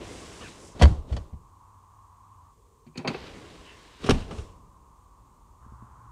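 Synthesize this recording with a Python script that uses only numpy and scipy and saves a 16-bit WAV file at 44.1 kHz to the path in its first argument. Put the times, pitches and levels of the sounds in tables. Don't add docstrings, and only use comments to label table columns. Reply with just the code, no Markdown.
import sys
import numpy as np
from scipy import signal
from scipy.fft import rfft, irfft
from scipy.io import wavfile

SR = 44100
rng = np.random.default_rng(int(sys.argv[2]) if len(sys.argv) > 2 else 0)


def unload_wav(signal):
    wavfile.write(
        sys.argv[1],
        SR,
        np.round(np.clip(np.atleast_2d(signal).T, -1, 1) * 32767).astype(np.int16),
    )


N = 269539
TIME = np.arange(N) / SR

# start_s, sway_db, boom_db (both before the modes' own levels), push_s
THUDS = [ (0.8265, -27, 0, .022), (0.917, -51, -18.5, 0.0091), (0.971, -39, -28.5, 0.023),
         (1.114, -43.5, -17.5, 0.015), (1.148, -50, -22.5, 0.017), (1.196, -50, -31, 0.02),
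         (1.327, -47.5, -31, 0.012), (4.093, -32, -18.5, 0.0066), (4.119, -23.5, -19.5, 0.0054),
         (4.383, -46.5, -28.5, 0.012)]
# frequency_hz, level_db
BACKGROUND_SPECTRA = [
    [(20, -15.5), (45, 1), (65, -1), (100, -6), (160, -13), (260, -17), (450, -21), (800, -28.5),
     (1600, -53.5)],
    [(550, -34.5), (780, -17), (920, -8), (1060, -2.5), (1170, -7.5), (1320, -22.5), (1600, -32)],
]


def from_db(db):
    return 10 ** (np.asarray(db) / 20)


def rms_one(x):
    return x / np.sqrt(np.mean(x ** 2) + 1e-20)


def at_hz(points, hz):
    point_hz, value = np.transpose(points)
    return np.interp(np.log(np.maximum(hz, 1)), np.log(point_hz), value)


def coloured(x, spectrum, size=8192):
    hz = np.maximum(np.fft.rfftfreq(size, 1 / SR), 1)
    octaves_outside = np.abs(np.log2(hz / np.clip(hz, spectrum[0][0], spectrum[-1][0])))
    level_db = at_hz(spectrum, hz) - 18 * octaves_outside
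    cepstrum = irfft(np.log(from_db(level_db)))
    cepstrum[1:size // 2] *= 2
    cepstrum[size // 2 + 1:] = 0
    response = irfft(np.exp(rfft(cepstrum)))
    return signal.fftconvolve(x, response)[:len(x)]


def grainy_noise(grain_db, per_s, size=N):
    knots = rng.standard_normal(size)
    wander = np.interp(np.arange(size) * per_s / SR, np.arange(size), knots)
    return rng.standard_normal(size) * from_db(grain_db * wander)


def resonance(x, hz, width_hz):
    radius = np.exp(-np.pi * width_hz / SR)
    numerator = np.array([1, 0, -1]) * (1 - radius * radius) / 2
    denominator = [1, -2 * radius * np.cos(2 * np.pi * hz / SR), radius * radius]
    return signal.lfilter(numerator, denominator, x + 1e-18)


def rough_tone(hz, width_hz):
    phase = 2 * np.pi * np.cumsum(hz) / SR
    low_pass = signal.butter(2, width_hz / 2, fs=SR, output="sos")
    flutter = signal.sosfilt(low_pass, rng.standard_normal((2, len(hz) + SR // 4)))
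    in_phase, quadrature = flutter[:, -len(hz):]
    return rms_one(in_phase * np.cos(phase) + quadrature * np.sin(phase))


def add(track, s, sound):
    start = max(0, round(s * SR))
    track[start:start + len(sound)] += sound[:max(0, N - start)]


def dying(s, t60):
    return from_db(-60 * np.maximum(TIME - s, 0) / t60)


def slide_strengths(release_t60_s=0.51, release_share=.4):
    # start_s, attack_s, length_s, rustle_db, swish_db, hiss_db,
    # easing_db_per_s (negative: growing); levels before the slide gain in scene()
    slide_events = [ (-.03, 0.043, 0.53, -43.5, -51.5, -53, 18.5),
                    (0.397, .012, 0.074, -47, -59.5, -75, 25), (0.549, 0.018, 0.13, -52.5, -61.5, -57, -1),
                    (0.739, 0.022, 0.15, -44.5, -58, -66, 5), (1.059, 0.046, 0.084, -45, -61, -60, 12),
                    (3.074, .008, 0.19, -48, -49.5, -74, 52), (3.181, 0.059, 0.99, -45.5, -55.5, -63.5, 21),
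                    (3.986, .05, .09, -46, -49, -53.5, -1), (4.155, 0.023, 0.044, -55, -50.5, -57, 50),
                    (4.269, 0.038, .12, -40, -55, -56.5, 62)]
    slide_laws = [(1, 1), (1.1, 0.2), (3, 0.35)]
    power = np.zeros((len(slide_laws), N))
    for s, attack, length, *levels_db, easing_db in slide_events:
        elapsed = np.clip(TIME - s, 0, length)
        release = dying(s + length, release_t60_s + release_share * length)
        for k, (level_db, (slowness, follows)) in enumerate(zip(levels_db, slide_laws)):
            grip = np.minimum(elapsed / (attack * slowness), 1)
            pressure = from_db(level_db - follows * easing_db * elapsed)
            power[k] += (grip * pressure * release) ** 2
    return np.sqrt(power)


def friction(grain_db=1.5, patchy_db=5.0, sharpness=7.3, resonant_share=0.27, count=10):
    patches = sum(resonance(grainy_noise(patchy_db, 22), hz, hz / sharpness)
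                  for hz in np.geomspace(230, 3800, count))
    return rms_one(grainy_noise(grain_db, 250)) + resonant_share * rms_one(patches)


def sliding(strengths, hiss_grain_db=1.2):
    # frequency_hz, level_db
    rubbing_spectra = [
        [(40, -10), (110, -0.5), (250, -1), (420, -0.5), (800, -9.5), (1300, -18.5), (2500, -43)],
        [(600, -15), (1300, -2.5), (3200, -3), (4700, -7), (6500, -15.5)],
        [(3500, -21.5), (5200, -2), (8000, -3), (10200, -11.5), (11200, -20.5), (15500, -37.5)],
    ]
    rubs = friction(), friction(), grainy_noise(hiss_grain_db, 320)
    return sum(gain * rms_one(coloured(rub, spectrum))
               for gain, rub, spectrum in zip(strengths, rubs, rubbing_spectra))


def body_rumble(rustle, slide_rumble_db=-2.5, thud_rumble_db=-12.5, thud_t60_s=1.59):
    power = (from_db(slide_rumble_db) * rustle) ** 2
    for s, sway_db, *_ in THUDS:
        ringing = from_db(sway_db + thud_rumble_db) * dying(s, thud_t60_s)
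        power = power + (TIME > s) * ringing ** 2
    return np.sqrt(power) * rms_one(coloured(rng.standard_normal(N), BACKGROUND_SPECTRA[0]))


def background(hiss_db=-73.0):
    # start_s, level_db
    rumble_steps = [(0, -62), (2.53, -62), (4.5, -58), (5.62, -57)]
    # time_s, level_db
    rush_curve = [(0, -56), (1.3, -62.5), (1.65, -57), (2.51, -57.5), (2.54, -67.5), (2.95, -65.5),
                  (3.3, -60), (4.7, -59.5), (5.59, -61), (5.63, -57), (6.11, -56)]
    # frequency_hz, level_db
    hiss_spectrum = [(800, -5), (2200, -5), (5300, -6), (6600, 0), (9100, -2), (9600, -8), (15500, -11.5)]
    rumble_db = np.full(N, float(rumble_steps[0][1]))
    for s, level_db in rumble_steps[1:]:
        rumble_db[TIME >= s] = level_db
    rush_db = np.interp(TIME, *np.transpose(rush_curve))
    layers = zip([rumble_db, rush_db, hiss_db], BACKGROUND_SPECTRA + [hiss_spectrum])
    return sum(from_db(level_db) * rms_one(coloured(rng.standard_normal(N), spectrum))
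               for level_db, spectrum in layers)


def squeaks():
    # start_s, length_s, first_pitch_hz, last_pitch_hz, width_hz, level_db (before the swell)
    squeak_events = [(0.398, 0.058, 1320, 950, 140, -49.5), (0.409, 0.082, 1950, 1316, 160, -51.5),
                     (0.389, 0.12, 3215, 2145, 480, -51), (2.94, 0.053, 2395, 2650, 200, -56),
                     (3.624, .14, 3100, 2640, 380, -55.5), (3.646, 0.13, 2080, 1755, 320, -58.5),
                     (3.786, 0.18, 1830, 1700, 200, -68)]
    out = np.zeros(N)
    for s, length, first_hz, last_hz, width_hz, level_db in squeak_events:
        progress = np.minimum(np.arange(SR // 4) / (length * SR), 1)
        swell = np.sin(np.pi * progress)
        pitch_hz = first_hz + (last_hz - first_hz) * progress
        add(out, s, from_db(level_db) * swell * rough_tone(pitch_hz, width_hz))
    return out


def contacts(grain_db=-0.5, touch_share=0.23, rattle_s=0.0092, rise_share=.5, longest_rise_s=.007):
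    # start_s, knock_db, dullness_db (lost per register above the knock), thump_db,
    # chatter_s (decay constant), part struck; levels before voicing and radiation
    contact_events = [ (.790, -43.5, 3.1, -34.5, 0.051, "first"), (.8111, -22.5, 7.5, -15, 0.007, "first"),
                      (0.8174, -22, 3, -20, 0.0087, "first"), (.828, -22, 5, -18, 0.01, "first"),
                      (.853, -25, 7, -29.5, 0.004, "first"), (1.121, -45.5, 4.5, -30, 0.011, "first"),
                      (1.1626, -41, 3.7, -39, 0.0083, "first"), (1.328, -64.5, 7, -42, 0.0083, "first"),
                      (2.860, -59.5, 6, -44, 0.014, "latch"), (2.95, -47.5, 8.5, -51, 0.033, "latch"),
                      (2.9727, -49, -4, -29.5, 0.0068, "latch"), (2.982, -41, 9.5, -38, 0.025, "latch"),
                      (3.042, -28.5, 16.5, -32, 0.026, "latch"), (3.072, -26, 3, -28, 0.009, "latch"),
                      (3.096, -34, 14, -30, .014, "latch"), (3.140, -29.5, 10.5, -46, 0.012, "latch"),
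                      (4.035, -44, 3, -35, 0.018, "second"), (4.057, -42.5, 1.5, -45, 0.03, "second"),
                      (4.088, -19, 11.5, -17, 0.0032, "second"), (4.093, -24, 2, -18.5, 0.0044, "second"),
                      (4.1034, -24.5, 1.9, -20.5, 0.0068, "second"), (4.136, -44, 4, -34, 0.022, "second"),
                      (4.203, -52.5, 2.6, -42, 0.0056, "second"), (4.305, -44.5, 4.5, -41, 0.016, "second"),
                      (4.379, -49.9, 3, -48, 0.011, "second")]
    # frequency_hz, level_db
    register_spectra = [
        [(40, -30), (105, 2), (240, -2.5), (340, -10), (450, -25.5), (900, -59)],
        [(200, -31), (400, -2), (720, -5.5), (1100, -9.5), (1500, -23.5), (2400, -44)],
        [(700, -28.5), (1250, 0.5), (2400, -3), (3100, -21), (5000, -53)],
        [(1700, -28.5), (2800, 1.5), (4650, 0.5), (5300, -22.5), (8000, -49.5)],
        [(3500, -29.5), (5200, 1), (8000, -4.5), (10000, -9.5), (11500, -20), (15500, -28.5)],
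    ]
    part_voicing = {"first": (1, -1.5, -1.5, 1.5), "latch": (-0.5, 2.5, 1.5, -6),
                    "second": (2.4, -2.2, 0, -0.73)}
    # level_db (against a contact whose chatter is rattle_s), t60_s
    cabin_tails = [(-17.5, 0.42), (-18.5, 0.55), (-8, 0.16), (-19, 0.44), (-18, 0.38)]
    shell_modes = { "first": [(147, 18, 4), (166.5, 7.5, 5.5), (216, 28, 4), (310, 6.7, 5.5), (489, 66, 5),
                   (586, 30, 7.5), (672, 90, 4), (770, 58, 0.5), (827, 14, 0.5), (956, 41, 3.5),
                   (1127, 34, 8), (1370, 89, -1), (1580, 76, -1.5), (1960, 250, 6), (2600, 270, 0),
                   (3020, 220, 3), (3236, 410, 6), (4300, 1200, 1), (4400, 100, 5.5), (6335, 660, -10)],
                   "latch": [(156.5, 10, 5), (244, 32, 1), (361, 31, 7.5), (478, 33, -7), (572, 16, -10),
                   (790, 35, -4), (958, 61, 0), (1440, 120, -12), (2390, 105, -3), (2600, 140, 6.5),
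                   (3120, 130, 1), (4200, 530, 1.5), (4620, 450, -2.5), (6400, 360, 5)],
                   "second": [(109.5, 14, -3.5), (153, 16, 9.5), (200, 23.8, 4.5), (254, 46, 12.5),
                   (413, 91, 9.5), (498, 11, -0.5), (663, 30, 0.5), (750, 54, 1), (1185, 43, 6),
                   (1350, 330, 3.5), (1750, 130, 1.5), (2700, 690, 9.5), (3130, 168, -15), (5420, 683, 4),
                   (8460, 817, -1.5)]}
    part_radiation = {"first": (-3.5, -0.92), "latch": (-4.6, -0.5), "second": (-3, -1.6)}
    forces = {part: np.zeros(N) for part in shell_modes}
    diffuse, t = np.zeros(N), np.arange(SR // 2) / SR
    for s, knock_db, dullness_db, thump_db, chatter, part in contact_events:
        upper_db = [knock_db + db - k * dullness_db for k, db in enumerate(part_voicing[part])]
        levels_db = [thump_db] + upper_db
        rise = min(rise_share * chatter, longest_rise_s)
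        envelope = np.minimum(t / rise, 1) ** 2 * np.exp(-np.maximum(t - rise, 0) / chatter)
        touch = rms_one(signal.unit_impulse(len(t), int(rise * SR)))
        filling = np.sqrt(chatter / rattle_s) * np.cumsum(envelope) / np.sum(envelope)
        registers = zip(levels_db, register_spectra, cabin_tails)
        for k, (level_db, spectrum, (tail_db, t60)) in enumerate(registers):
            rattle = rms_one(grainy_noise(grain_db, 1500, size=len(t)) * envelope)
            blow = coloured(rattle + touch_share / 2 ** k * touch, spectrum)
            add(forces[part], s, from_db(level_db) * rms_one(blow) * np.sqrt(np.mean(envelope ** 2)))
            wash = rms_one(coloured(rng.standard_normal(len(t)), spectrum))
            add(diffuse, s, wash * filling * from_db(level_db + tail_db - 60 * t / t60))
    out = diffuse
    for part, (direct_db, ringing_db) in part_radiation.items():
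        shell = sum(from_db(db) * resonance(forces[part], hz, width_hz)
                    for hz, width_hz, db in shell_modes[part])
        out = out + from_db(direct_db) * forces[part] + from_db(ringing_db) * shell
    return out


def thuds():
    # frequency_hz, level_db, t60_s
    sway_modes = [(26.24, 5, 0.33)]
    boom_modes = [(71.5, 0.5, 0.14), (94, -11.5, 0.23), (128, -22, 0.27)]
    out, t = np.zeros(N), np.arange(SR) / SR
    for s, sway_db, boom_db, push in THUDS:
        swell = np.sin(np.pi / 2 * np.minimum(t / push, 1))
        for level_db, modes in ((sway_db, sway_modes), (boom_db, boom_modes)):
            for hz, mode_db, t60 in modes:
                decay_db = -60 * np.maximum(t - push, 0) / t60
                gain = from_db(level_db + mode_db + decay_db)
                add(out, s, swell * gain * np.sin(2 * np.pi * hz * t))
    return out


def drones(fade_s=0.0037):
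    # start_s, end_s, frequency_hz, width_hz, level_db
    drone_events = [(1.448, 2.53, 95.75, 15.4, -61.5), (2.558, 2.85, 439, 100, -68.5),
                    (5.612, 6.2, 65.3, 11.2, -51.5), (5.621, 6.2, 114.5, 15, -57),
                    (5.621, 6.2, 1159, 500, -62.5)]
    out, t = np.zeros(N), np.arange(2 * SR) / SR
    for start, end, hz, width_hz, level_db in drone_events:
        sounding = np.clip(np.minimum(t, end - start - t) / fade_s, 0, 1)
        add(out, start, from_db(level_db) * sounding * rough_tone(np.full(len(t), hz), width_hz))
    return out


def bumps():
    # start_s, peak_db
    bump_events = [(5.664, -43), (5.722, -40.5), (5.824, -38.5)]
    # frequency_hz, level_db (relative to each other), t60_s
    knock_modes = [(133.3, 4, 0.059), (213, 11.5, 0.056), (261, -11.5, 0.04)]
    out, t = np.zeros(N), np.arange(SR // 4) / SR
    knock = sum(from_db(db - 60 * t / t60) * np.sin(2 * np.pi * hz * t) for hz, db, t60 in knock_modes)
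    for s, peak_db in bump_events:
        add(out, s, from_db(peak_db) * knock / np.max(np.abs(knock)))
    return out


def scene(slide_db=1.0):
    strengths = slide_strengths()
    slides = from_db(slide_db) * sliding(strengths)
    seats = slides + body_rumble(strengths[0]) + squeaks() + contacts() + thuds()
    return (seats + background() + drones() + bumps())[None]


def record(dry, ceiling=0.8, cutoff_hz=15500):
    rounded = ceiling * np.tanh(dry / ceiling)
    low_pass = signal.ellip(10, .1, 90, cutoff_hz, fs=SR, output="sos")
    return signal.sosfilt(low_pass, rounded)


dry = scene()
out = record(dry)
unload_wav(out)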